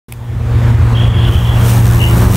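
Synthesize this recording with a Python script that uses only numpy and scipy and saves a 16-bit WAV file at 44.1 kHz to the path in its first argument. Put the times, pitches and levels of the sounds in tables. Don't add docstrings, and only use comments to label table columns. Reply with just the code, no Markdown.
import sys
import numpy as np
from scipy import signal
from scipy.fft import rfft, irfft
from scipy.io import wavfile
from scipy.ndimage import uniform_filter1d, minimum_filter1d

SR = 44100
rng = np.random.default_rng(int(sys.argv[2]) if len(sys.argv) > 2 else 0)


def transcribe(signal):
    frames = np.atleast_2d(signal).T
    limited = np.clip(frames, -1, 1)
    pcm = np.round(limited * 32767).astype(np.int16)
    wavfile.write(sys.argv[1], SR, pcm)


N = 104076


def gain_of(db):
    return 10 ** (np.asarray(db) / 20)


def unit_rms(x):
    return x / np.sqrt(np.mean(x ** 2) + 1e-20)


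def curves(table):
    times, *columns = np.transpose(table)
    return [np.interp(np.arange(N) / SR, times, column) for column in columns]


def equalise(x, eq):
    points_hz, points_db = np.transpose(eq)
    hz = np.fft.rfftfreq(x.shape[-1], 1 / SR)
    gain_db = np.interp(np.log(hz + 1), np.log(points_hz + 1), points_db)
    return irfft(rfft(x) * gain_of(gain_db), x.shape[-1])


def drift(seconds):
    size = max(int(seconds * SR), 2)
    return unit_rms(uniform_filter1d(uniform_filter1d(rng.standard_normal(N), size), size))


def wavering_harmonics(phase, harmonics, waver_db, waver_s):
    return sum(gain_of(db + waver_db * drift(waver_s)) * np.sin(k * phase + 2 * np.pi * rng.random())
               for k, db in harmonics)


def spread(mid, twin):
    # frequency_hz, gain_db
    side_eq = [(150, -66), (330, -26), (770, -24), (1050, -17), (1500, -3), (2100, 1), (2950, -2),
               (3150, -32), (15000, -24)]
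    # time_s, gain_db
    side_ride = [(.49, -39), (.53, -12.5), (.91, -13), (.94, 3), (1.03, -13.5), (1.42, -8), (1.47, 1),
                 (1.56, 0), (1.7, -5.5), (1.9, -5), (1.96, 6), (2.14, 2), (2.19, -3.5), (2.36, -11.5)]
    side = equalise(twin, side_eq) * gain_of(curves(side_ride)[0])
    return np.array([mid + side, mid - side])


def town_rumble():
    # frequency_hz, gain_db
    town_eq = [(20, -40), (35, -3.5), (48, -2.5), (70, 2.5), (98, 3), (125, -16), (200, -14), (300, -20),
               (500, -24.5), (1000, -26), (1800, -31), (2500, -37.5), (3600, -40), (4500, -47),
               (9500, -51.5), (10200, -55), (15700, -55.5)]
    # time_s, gain_db
    swells = [(0, 1), (.5, 0.5), (.75, 3), (1.0, -3), (1.25, 3), (1.5, -1.5), (1.7, -4), (1.95, 0.4),
              (2.15, -4), (2.36, -1.7)]
    level_db, patch_db, flicker_db, rumble_top_hz = -10.5, 1.5, 0.14, 112
    size, hop = 1024, 256
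    frames, hz = N // hop + 5, np.fft.rfftfreq(size, 1 / SR)
    mid_re, mid_im, twin_re, twin_im, patches = rng.standard_normal((frames, len(hz), 5)).T
    patches = unit_rms(uniform_filter1d(uniform_filter1d(patches, 10, axis=0), 12, axis=1))
    flicker = unit_rms(uniform_filter1d(rng.standard_normal(frames), 3)) * (hz > 400)[:, None]
    lows = 1 / (1 + (hz[:, None] / rumble_top_hz) ** 4)
    swell_db = lows * np.interp(np.arange(frames) * hop / SR, *np.transpose(swells))
    spectra = np.array([mid_re + 1j * mid_im, twin_re + 1j * twin_im])
    spectra *= gain_of(patch_db * patches - flicker_db * flicker + swell_db)
    noise = signal.istft(spectra, nperseg=size, noverlap=size - hop)[1][:, :N]
    mid, twin = equalise(noise, town_eq)
    return gain_of(level_db) * spread(mid, twin) / np.std(mid)


def engine_drone():
    # time_s, pitch_hz, level_db
    note = [(0, 118.3, -13), (.55, 117.6, -9), (.95, 115.9, -8.5), (1.3, 116.9, -10), (1.6, 116.4, -10.5),
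            (1.9, 116, -7), (2.36, 115.8, -15)]
    # multiple, relative_db
    harmonics = [(2, -20.5), (3, -28), (4, -28.5)]
    dulling_db_per_s = 6.5
    pitch_hz, level_db = curves(note)
    phase = 2 * np.pi * np.cumsum(pitch_hz) / SR
    overtones = wavering_harmonics(phase, harmonics, waver_db=-1.5, waver_s=0.036)
    overtones *= gain_of(-dulling_db_per_s * (np.arange(N) / SR - 1))
    return np.sqrt(2) * gain_of(level_db) * (np.sin(phase) + overtones)


def click():
    # frequency_hz, gain_db
    tick_eq = [(470, -35.5), (800, 6), (1770, -12), (2470, 9.5), (5450, -11.5), (11000, 1.5), (15400, -3)]
    # peak_s, level_db
    ticks = [(.101, -34), (.113, -25), (0.1247, 1.5), (.138, -15)]
    rise_s, fall_s = 0.00093, 0.00076
    t = np.arange(N) / SR
    noise = unit_rms(equalise(rng.standard_normal(N), [(200, -14)] + tick_eq))
    return noise * sum(gain_of(db) * np.exp(-abs(t - peak_s) / np.where(t < peak_s, rise_s, fall_s))
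                       for peak_s, db in ticks)


def beetle_wings():
    # time_s, stroke_hz, hiss_db, puff_share (0-1 of the hiss),
    # upstroke (0-1 of the downstroke puff), thrum_db
    flight = [(.5, 88.23, -57, 0.1, .5, -47), (1.15, 88.53, -54, 0.5, 0.7, -27.5),
              (1.27, 87.4, -43, 0.5, .3, -27.5), (1.34, 89.67, -32, 0.44, 0.2, -25),
              (1.43, 87.84, -36, 0.3, .6, -32), (1.55, 86.3, -37, 0.4, .9, -40),
              (1.63, 90.11, -29.5, 0.46, 0.8, -25), (1.7, 94.57, -23, 0.47, 0.6, -29.5),
              (1.77, 93.4, -27.5, 0.53, 0.8, -26), (1.83, 91.87, -29, 0.35, 0.2, -26.5),
              (1.88, 89.73, -26.5, .7, 0, -25), (1.98, 85.88, -27, 0.5, 0.29, -23.5),
              (2.06, 84.6, -27, 0.58, 0.2, -26), (2.14, 83.7, -29.5, 0.38, 0.8, -23),
              (2.2, 89.66, -26.5, 0.6, .7, -23.5), (2.27, 92, -31.5, 0.17, .5, -26.5),
              (2.36, 92.95, -23, .8, 0.3, -25)]
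    # multiple, relative_db
    harmonics = [(1, -4), (2, 3), (3, -7), (4, -4), (5, -11), (6, -14), (7, -15), (8, -15), (9, -17),
                 (10, -17), (11, -14), (12, -14), (13, -15), (14, -17)]
    # frequency_hz, gain_db
    air_eq = [(2240, 5), (3800, 1.5), (4770, -1.5), (5790, 3), (7630, 0), (8880, 4.5), (9990, -2),
              (11700, 1), (15400, 1)]
    stroke_jitter, puff_sharpness, puff_uneven_db = 0.005, 4.5, 1.5
    stroke_hz, hiss_db, puff_share, upstroke, thrum_db = curves(flight)
    phase = 2 * np.pi * np.cumsum(stroke_hz * (1 + stroke_jitter * drift(0.0237))) / SR
    thrum = wavering_harmonics(phase, harmonics, waver_db=2.0, waver_s=0.041)
    down_puffs = np.exp(puff_sharpness * (np.cos(phase) - 1))
    up_puffs = np.exp(puff_sharpness * (-np.cos(phase) - 1))
    puffs = down_puffs + upstroke * up_puffs
    puffs /= np.sqrt(uniform_filter1d(puffs ** 2, 1000))
    puffs *= gain_of(puff_uneven_db * drift(0.005))
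    air = unit_rms(equalise(rng.standard_normal(N), [(200, -40), (900, -23)] + air_eq))
    hiss = air * np.sqrt(1 - puff_share + puff_share * puffs ** 2)
    return np.sqrt(2) * gain_of(thrum_db) * thrum + gain_of(hiss_db) * hiss


def bird_trills():
    # start_s, length_s, level_db, top_hz, drop_hz, rate_hz
    segments = [(.93, .6, -27, 3360, 800, 47), (1.556, .014, -28, 2800, 700, 70),
                (1.56, .07, -35, 3360, 500, 47), (1.972, .12, -28, 2980, 330, 45)]
    # time_s, gain_db
    effort = [(.93, 3), (1.03, 3), (1.13, -3.5), (1.23, 0.3), (1.3, -3), (1.37, 6), (1.41, -2),
              (1.46, -2.7), (1.55, -3.5), (1.9, 4), (2.02, 6), (2.14, -7)]
    trim_db, direct_db, dip_db, uneven_db = -3.5, -2, -4.5, 1.5
    top_wander, drop_wander, rasp = 0.007, 0.2, 0.35
    t, song = np.arange(N) / SR, np.zeros(N)
    for start_s, length_s, level_db, top_hz, drop_hz, rate_hz in segments:
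        rise_s, fall_s = min(0.035, length_s / 3), min(0.045, length_s)
        rise = np.clip((t - start_s) / rise_s, 0, 1)
        fall = np.clip((start_s + length_s + fall_s - t) / fall_s, 0, 1)
        dip = ((t - start_s) * rate_hz) % 1
        pitch_hz = top_hz * (1 + top_wander * drift(0.04))
        pitch_hz -= drop_hz * (1 + drop_wander * drift(0.01507)) * dip ** 2
        pitch_hz -= drop_hz * (1 - rise) ** 2
        loudness = gain_of(level_db + dip_db * dip + uneven_db * drift(0.06))
        loudness *= 1 + rasp * drift(0.0044)
        song += 2 * rise * fall * loudness * np.sin(2 * np.pi * np.cumsum(pitch_hz) / SR)
    song *= gain_of(curves(effort)[0])
    mid_echo, side_echo = wall_echoes(song)
    return gain_of(trim_db) * spread(gain_of(direct_db) * song + mid_echo, side_echo)


def wall_echoes(x):
    t60_s, shift_s = 0.2, 0.12
    t, wet = np.arange(N) / SR, np.zeros((2, N))
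    for path in range(3):
        tails = rng.standard_normal((2, SR // 2)) * gain_of(-60 * t[:SR // 2] / t60_s)
        tails /= np.linalg.norm(tails[0])
        crossfade = np.sqrt(2 / 3) * np.cos(np.pi * (t / shift_s + path) / 3)
        wet += signal.fftconvolve((x * crossfade)[None], tails, axes=1)[:, :N]
    return wet


def limiter(x):
    threshold_db, strength, recover_db_per_s, window = -1, 0.9, 23, 129
    peak_db = 20 * np.log10(abs(x).max(0) + 1e-9)
    ahead_db = -minimum_filter1d(-peak_db, window)
    recovery_db = recover_db_per_s * np.arange(N) / SR
    held_db = np.maximum.accumulate(ahead_db + recovery_db) - recovery_db
    over_db = np.maximum(held_db - threshold_db, 0)
    return x / gain_of(strength * uniform_filter1d(over_db, window))


def scene():
    return town_rumble() + engine_drone() + beetle_wings() + bird_trills() + click()


def record(dry):
    # time_s, gain_db
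    fader = [(.084, -18.5), (.16, -16), (.34, -10), (.54, -3.5), (.7, 0), (2.36, 13.5)]
    open_s, settle_s, floor_db, opening_db, lowpass_hz = 0.0838, 0.18, -70, -47, 15775
    t = np.arange(N) / SR
    settling = np.exp(-abs(t - open_s) / settle_s)
    hiss = (gain_of(floor_db) + gain_of(opening_db) * settling) * rng.standard_normal(N)
    gate = np.clip((t - open_s) / 0.0007, 0, 1)
    faded = gate * (dry * gain_of(curves(fader)[0]) + hiss)
    clipped = np.clip(limiter(faded), -1, 1)
    lowpass = signal.firwin(1023, lowpass_hz, window=("kaiser", 9), fs=SR)
    return signal.oaconvolve(clipped, lowpass[None], "same")


dry = scene()
out = record(dry)
transcribe(out)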